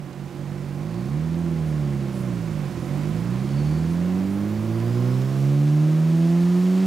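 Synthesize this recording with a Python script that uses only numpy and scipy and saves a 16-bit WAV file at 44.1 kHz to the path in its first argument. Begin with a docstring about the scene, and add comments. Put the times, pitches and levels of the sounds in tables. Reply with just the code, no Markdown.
"""A four-cylinder sport motorcycle on a roller dynamometer in a small workshop, heard beside the exhaust.
It idles with brief stumbles, revs as the clutch is let in, sags, then pulls upward to the end.
Firing pulses are stacked orders of the firing rate, swept through fixed resonances of pipe and room.
Filtered noise makes the gas, clatter, hiss, tyre fizz, roller rumble and chain swishes; narrow noise bands
make panel buzz and gear whine. Cosines make the rasp and, with narrow noise bands, the fan hum."""
import sys
import numpy as np
from scipy import signal
from scipy.fft import rfft
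from scipy.io import wavfile

SR = 44100
rng = np.random.default_rng(int(sys.argv[2]) if len(sys.argv) > 2 else 0)


def transcribe(signal):
    """Save signal, clipped to [-1, 1], as a 16-bit WAV file at the path in sys.argv[1]."""
    frames = np.atleast_2d(signal).T
    limited = np.clip(frames, -1, 1)
    pcm = np.round(limited * 32767).astype(np.int16)
    wavfile.write(sys.argv[1], SR, pcm)


N = 302526
TIME = np.arange(N) / SR  # seconds
MID_REVS_HZ = 100  # firings per second from which the speed laws count octaves

# Standing waves and cancellations between floor and walls, as peaks and dips.
# Each row: centre in Hz, width in Hz, height in dB at full strength.
ROOM = [(64.5, 13.4, -12), (91.6, 14.6, -9), (132.4, 4.8, -6), (155, 30, -4), (230.3, 21.4, -7),
        (267, 21.7, -11.5), (320.7, 12.7, -13.5), (333, 71, 5.5), (439, 41, -9), (484, 110, 4),
        (716, 18, 6.5), (1020, 30, 6.5), (1374, 84, 3.5)]


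def amp(db):
    """Decibels to gain."""
    return 10 ** (np.asarray(db) / 20)


def evened(x):
    """Scales to an rms of one."""
    return x / np.sqrt(np.mean(x ** 2) + 1e-20)


def band_evened(x, lo_hz, hi_hz):
    """Scales so that one band has an rms of one."""
    hz = np.fft.rfftfreq(N, 1 / SR)
    in_band = (hz > lo_hz) & (hz < hi_hz)
    return x * N / np.sqrt(2 * np.sum(abs(rfft(x)[in_band]) ** 2))


def curves(rows):
    """Each column of a time table, joined by straight lines at every sample."""
    s, *columns = np.transpose(rows)
    return [np.interp(TIME, s, column) for column in columns]


def bell(x, centre, width):
    """A smooth hump of height one; the width spans its points at 1/e."""
    return np.exp(-(2 * (x - centre) / width) ** 2)


def swells(rows):
    """Gain of short events that rise and fall smoothly."""
    return sum(amp(db) * bell(TIME, s, length) for s, length, db in rows)


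def octaves(rate):
    """Engine speed in octaves above mid revs."""
    return np.log2(rate / MID_REVS_HZ)


def colour(x, points, bells=()):
    """Causal minimum-phase filter from a broad spectrum plus narrow peaks and dips."""
    size = 32768
    hz = abs(np.fft.fftfreq(size, 1 / SR))
    point_hz, point_db = np.transpose(points)
    db = np.interp(np.log(hz + 1), np.log(point_hz + 1), point_db)
    for centre_hz, width, height_db in bells:
        db = db + height_db / (1 + (2 * (hz - centre_hz) / width) ** 2)
    # the Hilbert transform of the log spectrum supplies the phase
    spectrum = np.exp(np.conj(signal.hilbert(np.log(amp(db)))))
    response = np.fft.ifft(spectrum).real
    return signal.oaconvolve(x, response[:size // 2])[:N]


def fuzzy_tone(turns, width):
    """A narrow band of noise that follows a running phase, with a nominal width in Hz."""
    r = np.exp(-np.pi * abs(width) / SR)
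    noise = rng.standard_normal(N) + 1j * rng.standard_normal(N)
    drift = signal.lfilter([1], [1, -2 * r, r * r], noise)
    return evened((drift * np.exp(2j * np.pi * turns)).real)


def per_firing(turns):
    """One random value for each whole turn of the phase, joined by straight lines."""
    values = rng.standard_normal(size=2048)
    return np.interp(turns, np.arange(len(values)), values)


def puffs(turns, steady, decay, scatter_db):
    """Steady noise plus noise that flares at each firing and decays, in firing periods, until the next."""
    strength = amp(scatter_db * per_firing(np.floor(turns)))
    flare = np.exp(-(turns % 1) / decay) * strength
    return (steady + flare) * rng.standard_normal(N)


def exhaust(turns, rate, load_db):
    """Firing pulses as a stack of orders; unequal cylinders add the half orders."""
    # The orders of the exhaust pulse, before tilt, imbalance and pipe.
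    # Each row: multiple of the firing rate, level in dB.
    orders = [(1, 0.33), (1.5, -12.5), (2, -4.5), (2.5, -17), (3, -7.5), (3.5, -18), (4, -11.5), (5, -13.5),
              (6, -18), (7, -19.5), (8, -21), (10, -15.5), (11, -19)]
    # Cylinder imbalance, which varies with the revs.
    # Each row: firings per second, dB on order 1.5, dB on the higher half orders.
    imbalance = [(48.3, -10, -11), (68, -20, -3), (92, -18.5, 0), (108.5, -6.5, -5), (143, 5.5, 7.5),
                 (188, 2.5, -4)]
    # The silencer's broad response. Each row: frequency in Hz, gain in dB.
    pipe = [(25, -62), (40, -54.5), (70, -33.5), (100, -31), (150, -12.5), (200, -20), (300, -24.5),
            (400, -31.5), (600, -44.5), (1300, -56.5), (2500, -37), (5000, -43)]
    # dB per octave of order, pivoting on order 2: at mid revs, and its change per octave of revs
    tilt_mid_db, tilt_per_octave_db = -1.5, 0.7
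    # scatter between firings at mid revs (0-1), and its factor per octave of revs
    scatter_mid, scatter_factor = 0.041, 0.97

    rates, *half_columns = np.transpose(imbalance)
    lope_db, half_db = (np.interp(rate, rates, column) for column in half_columns)
    tilt_db = tilt_mid_db + tilt_per_octave_db * octaves(rate)
    scatter = scatter_mid * scatter_factor ** octaves(rate)
    shaken = turns + 0.12 * scatter * per_firing(turns)  # early and late firings blur the high orders
    pulses = np.zeros(N)
    for multiple, db in orders:
        k = round(2 * multiple) / 2  # the crankshaft turns once in two firings
        imbalance_db = (lope_db if k < 2 else half_db) * (k % 1 > 0)
        order_db = db + tilt_db * np.log2(k / 2) + imbalance_db
        pulses += amp(order_db) * np.cos(2 * np.pi * k * shaken)
    pulses *= amp(load_db) * (1 + scatter * per_firing(turns))  # burns vary in strength
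    return colour(pulses, pipe, ROOM)


def rasp(turns, rate):
    """A ladder of orders and half orders grows with the revs and climbs through the shell resonances."""
    # The raspy orders' broad spectrum. Each row: frequency in Hz, gain in dB.
    rasp_spectrum = [(300, -12), (480, 0), (690, -1), (800, -5), (1100, -7), (1600, -13), (2400, -16)]
    # Resonances of the silencer's shell. Each row: centre in Hz, width in Hz, height in dB.
    shell = [(490, 45, 7), (672, 65, 9.5), (1080, 90, 6), (1240, 60, 6)]
    mid_db, per_octave_db = -61.5, 13.5  # gain at mid revs, growth per octave of revs

    ladder = np.zeros(N)
    for k in range(6, 25):  # in half multiples of the firing rate
        waver = amp(2.8 * per_firing(turns / 14))  # a new random level every 14 firings
        strength = 0.5 ** (k % 2)  # half orders are half as strong
        ladder += strength * waver * np.cos(np.pi * k * turns + rng.uniform(0, 2 * np.pi))
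    return amp(mid_db + per_octave_db * octaves(rate)) * colour(ladder, rasp_spectrum, shell)


def gas(turns, rate, load_db):
    """Turbulent puffs leave the pipe as a rush and a low burble; both grow with the throttle."""
    # The rush of gas, whose level is set later. Each row: frequency in Hz, relative dB per Hz.
    rush_spectrum = [(20, -47), (50, -31), (80, -13.5), (150, 12.5), (300, 8.5), (420, 2), (550, 4.5),
                     (700, -0.5), (1000, -1.5), (1500, -6), (2300, -9), (3200, -20.5), (6000, -34),
                     (16000, -44)]
    # The burble of uneven gas flow. Each row: frequency in Hz, relative dB per Hz.
    burble_spectrum = [(30, -26), (70, -3.5), (120, -9.0), (200, 3.5), (300, 4.5), (370, 1.5),
                       (450, -14.5), (900, -39.0)]
    # base level in dB, dB per dB of load, dB per octave of revs
    rush_mid_db, rush_per_load, rush_per_octave = -47.5, 0.91, -0.47
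    burble_mid_db, burble_per_load, burble_per_octave = -46.5, 1.36, -5  # favours low revs

    softened_room = np.array(ROOM) * [1, 1, 0.6]
    rush = colour(puffs(turns, steady=3.1, decay=1.0, scatter_db=2), rush_spectrum, softened_room)
    burble = colour(puffs(turns, steady=0.8, decay=0.57, scatter_db=3.0), burble_spectrum)
    rush_db = rush_mid_db + rush_per_load * load_db + rush_per_octave * octaves(rate)
    burble_db = burble_mid_db + burble_per_load * load_db + burble_per_octave * octaves(rate)
    return amp(rush_db) * band_evened(rush, 642, 2740) + amp(burble_db) * evened(burble)


def machinery(turns, clatter_db, fizz_db):
    """Valve clatter and chain hiss pulse with the firings, over buzzing panels and tyre fizz on the roller."""
    # Spectra of valve clatter, chain hiss and tyre fizz, whose levels are set later.
    # Each row: frequency in Hz, relative dB per Hz.
    clatter_spectrum = [(300, 2.5), (1500, 0.5), (2600, 2.5), (3500, 0.5), (5000, -1.5), (7000, -4.5),
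                        (10000, -15.5), (16000, -49)]
    hiss_spectrum = [(1000, -64), (5000, -9), (8000, -2.5), (10500, -2), (12000, -7), (14000, -16),
                     (16000, -22)]
    fizz_spectrum = [(3000, -40), (9500, -16), (12000, 0), (14300, 1), (16000, -4)]
    # Thin metal parts that the engine sets buzzing.
    # Each row: centre in Hz, nominal width in Hz, relative level in dB.
    panels = [(4480, 170, 0), (6520, 260, -11)]
    # Flares of the panel buzz. Each row: peak time in seconds, length in seconds, gain in dB.
    buzz_flares = [(1.0, 0.35, -67), (3.66, 0.31, -56)]
    hiss_offset_db, buzz_offset_db = -8.5, -16.5  # relative to the clatter

    clatter = colour(puffs(turns, steady=4.3, decay=0.11, scatter_db=7.5), clatter_spectrum)
    hiss = colour(puffs(turns, steady=2.8, decay=0.097, scatter_db=5), hiss_spectrum)
    fizz = colour(rng.standard_normal(N), fizz_spectrum)
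    buzz = sum(amp(db) * fuzzy_tone(hz * TIME, width) for hz, width, db in panels)
    buzz_gain = amp(clatter_db + buzz_offset_db) + swells(buzz_flares)
    return (amp(clatter_db) * band_evened(clatter, 3240, 6300)
            + amp(clatter_db + hiss_offset_db) * band_evened(hiss, 7500, 11700)
            + amp(fizz_db) * band_evened(fizz, 11500, 17000)
            + buzz_gain * buzz)


def dynamometer(load_db):
    """Cooling fans hum with a slight waver; the roller rumbles more under load."""
    # Blade tones of the cooling fans, before the swell. Each row: frequency in Hz, level in dB.
    fans = [(349.9, -44), (495.3, -56), (577.8, -54.5), (742.9, -60), (825.5, -60.5), (1073, -61.5)]
    # Slow swell of all fan tones. Each row: time in seconds, gain in dB.
    fan_swell = [(0, -3.5), (1.0, 0.5), (2.0, 2.5), (4.0, 1.5), (6.86, 1)]
    rumble_base_db, rumble_per_load = -50, 0.5  # dB, dB per dB of load

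    hum = np.zeros(N)
    for hz, db in fans:
        tone = np.cos(2 * np.pi * hz * TIME) + 0.77 * fuzzy_tone(hz * TIME, 6.7)
        hum += amp(db) * evened(tone)
    rumble = colour(rng.standard_normal(N),
                    [(15, -20), (52, -30), (76, -1.5), (100, 0), (160, -33), (400, -40.5)])
    rumble_gain = amp(rumble_base_db + rumble_per_load * load_db)
    return amp(curves(fan_swell)[0]) * hum + rumble_gain * evened(rumble)


def drivetrain(turns, rate):
    """Tooth meshing whines along with the revs; now and then the chain swishes."""
    # Meshing teeth of chain and gears.
    # Each row: multiple of the firing rate, nominal width in Hz, relative level in dB.
    mesh = [(8.65, 12, 6), (11.5, 14, 0), (41.2, 190, 0), (82.2, 320, -9)]
    # Bright swishes of the chain. Each row: peak time in seconds, length in seconds, level in dB.
    swishes = [(1.05, .14, -67), (1.69, 0.052, -58), (2.19, .13, -56), (2.715, .04, -61),
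               (2.85, .13, -63.5), (3.21, .05, -62.5), (3.92, 0.079, -59), (4.33, .08, -58),
               (5.39, .1, -63)]
    peak_db, floor_db = -60.5, -80  # whine gain: hump added to a constant floor
    peak_rate, peak_width = 124, 40  # firings per second

    whine = sum(amp(db) * fuzzy_tone(multiple * turns, width) for multiple, width, db in mesh)
    whine_gain = amp(floor_db) + amp(peak_db) * bell(rate, peak_rate, peak_width)
    swish = colour(rng.standard_normal(N),
                   [(3000, -37), (8000, -3), (10700, 0), (12500, -8), (16000, -13)])
    return whine_gain * whine + swells(swishes) * evened(swish)


def scene():
    """All engine parts follow one running phase and one throttle; everything sits right of centre."""
    # Engine speed before the stumbles drag it. Each row: time in seconds, firings per second.
    firing = [(0, 47.6), (0.76, 47.3), (0.99, 59.5), (1.11, 70.8), (1.2, 78.8), (1.41, 85.4), (1.59, 79.2),
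              (1.77, 74.8), (1.89, 70), (2.2, 64), (2.62, 48.7), (2.76, 39.5), (2.9, 47.3), (3.09, 51.7),
              (3.46, 67.3), (3.8, 80.3), (4.09, 91), (4.74, 112.3), (5.6, 144.7), (6.55, 178.6),
              (6.86, 190.4)]
    # Throttle, as strength of the exhaust pulses. Each row: time in seconds, gain in dB.
    load = [(0, -4.5), (0.75, -1.5), (1.2, 0.1), (2.3, 0.9), (2.8, 1), (2.94, 3), (3.3, 2.5), (3.8, 2.5),
            (4.12, 3.5), (4.55, 2.5), (5.0, 3), (5.55, 0.5), (6.86, 2.6)]
    # Mechanical noise, mostly growing as the wheel gathers speed.
    # Each row: time in seconds, clatter level in dB, tyre fizz level in dB.
    machine = [(0, -61.5, -78), (0.3, -59.5, -76), (1.1, -57.5, -76), (1.5, -56.5, -71), (2.8, -54.5, -75),
               (3.7, -53.5, -71), (4.35, -55.5, -63), (5.4, -52, -61.5), (5.8, -52.5, -63.5),
               (6.86, -49.5, -60)]
    # The engine stumbles at low revs and a few burns come out weak.
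    # Each row: centre in seconds, length in seconds, depth in dB.
    stumbles = [(0.108, 0.1096, -5.5), (0.31, 0.084, -7), (2.715, 0.0403, -6)]
    # Stereo balance. Each row: time in seconds, left minus right in dB.
    pan = [(0.0, -8.5), (1.87, -5.0), (2.56, -7.5), (3.1, -7.5), (3.76, -4.5), (4.03, -5), (5.35, -5.5),
           (5.62, -2.5), (6.86, -2.5)]
    sag_per_db = 0.55  # firings per second that a stumble costs for each dB of its depth

    (rate,), (load_db,), (clatter_db, fizz_db) = curves(firing), curves(load), curves(machine)
    stumble_db = sum(db * bell(TIME, s, length) for s, length, db in stumbles)
    rate = rate + sag_per_db * stumble_db
    turns = np.cumsum(rate) / SR  # running phase, one unit per firing
    mix = (exhaust(turns, rate, load_db + stumble_db)
           + rasp(turns, rate)
           + gas(turns, rate, load_db)
           + machinery(turns, clatter_db, fizz_db)
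           + dynamometer(load_db)
           + drivetrain(turns, rate))
    lean = amp(curves(pan)[0])
    return mix * np.array([lean, np.ones(N)]) * 2 / (1 + lean)  # the two gains average one


def record(dry):
    """A steep linear-phase low-pass takes off the extreme treble."""
    edge_hz = 15750
    lowpass = signal.firwin(511, edge_hz, window=("kaiser", 9), fs=SR)
    return signal.oaconvolve(dry, lowpass[None], "same")


dry = scene()
out = record(dry)
transcribe(out)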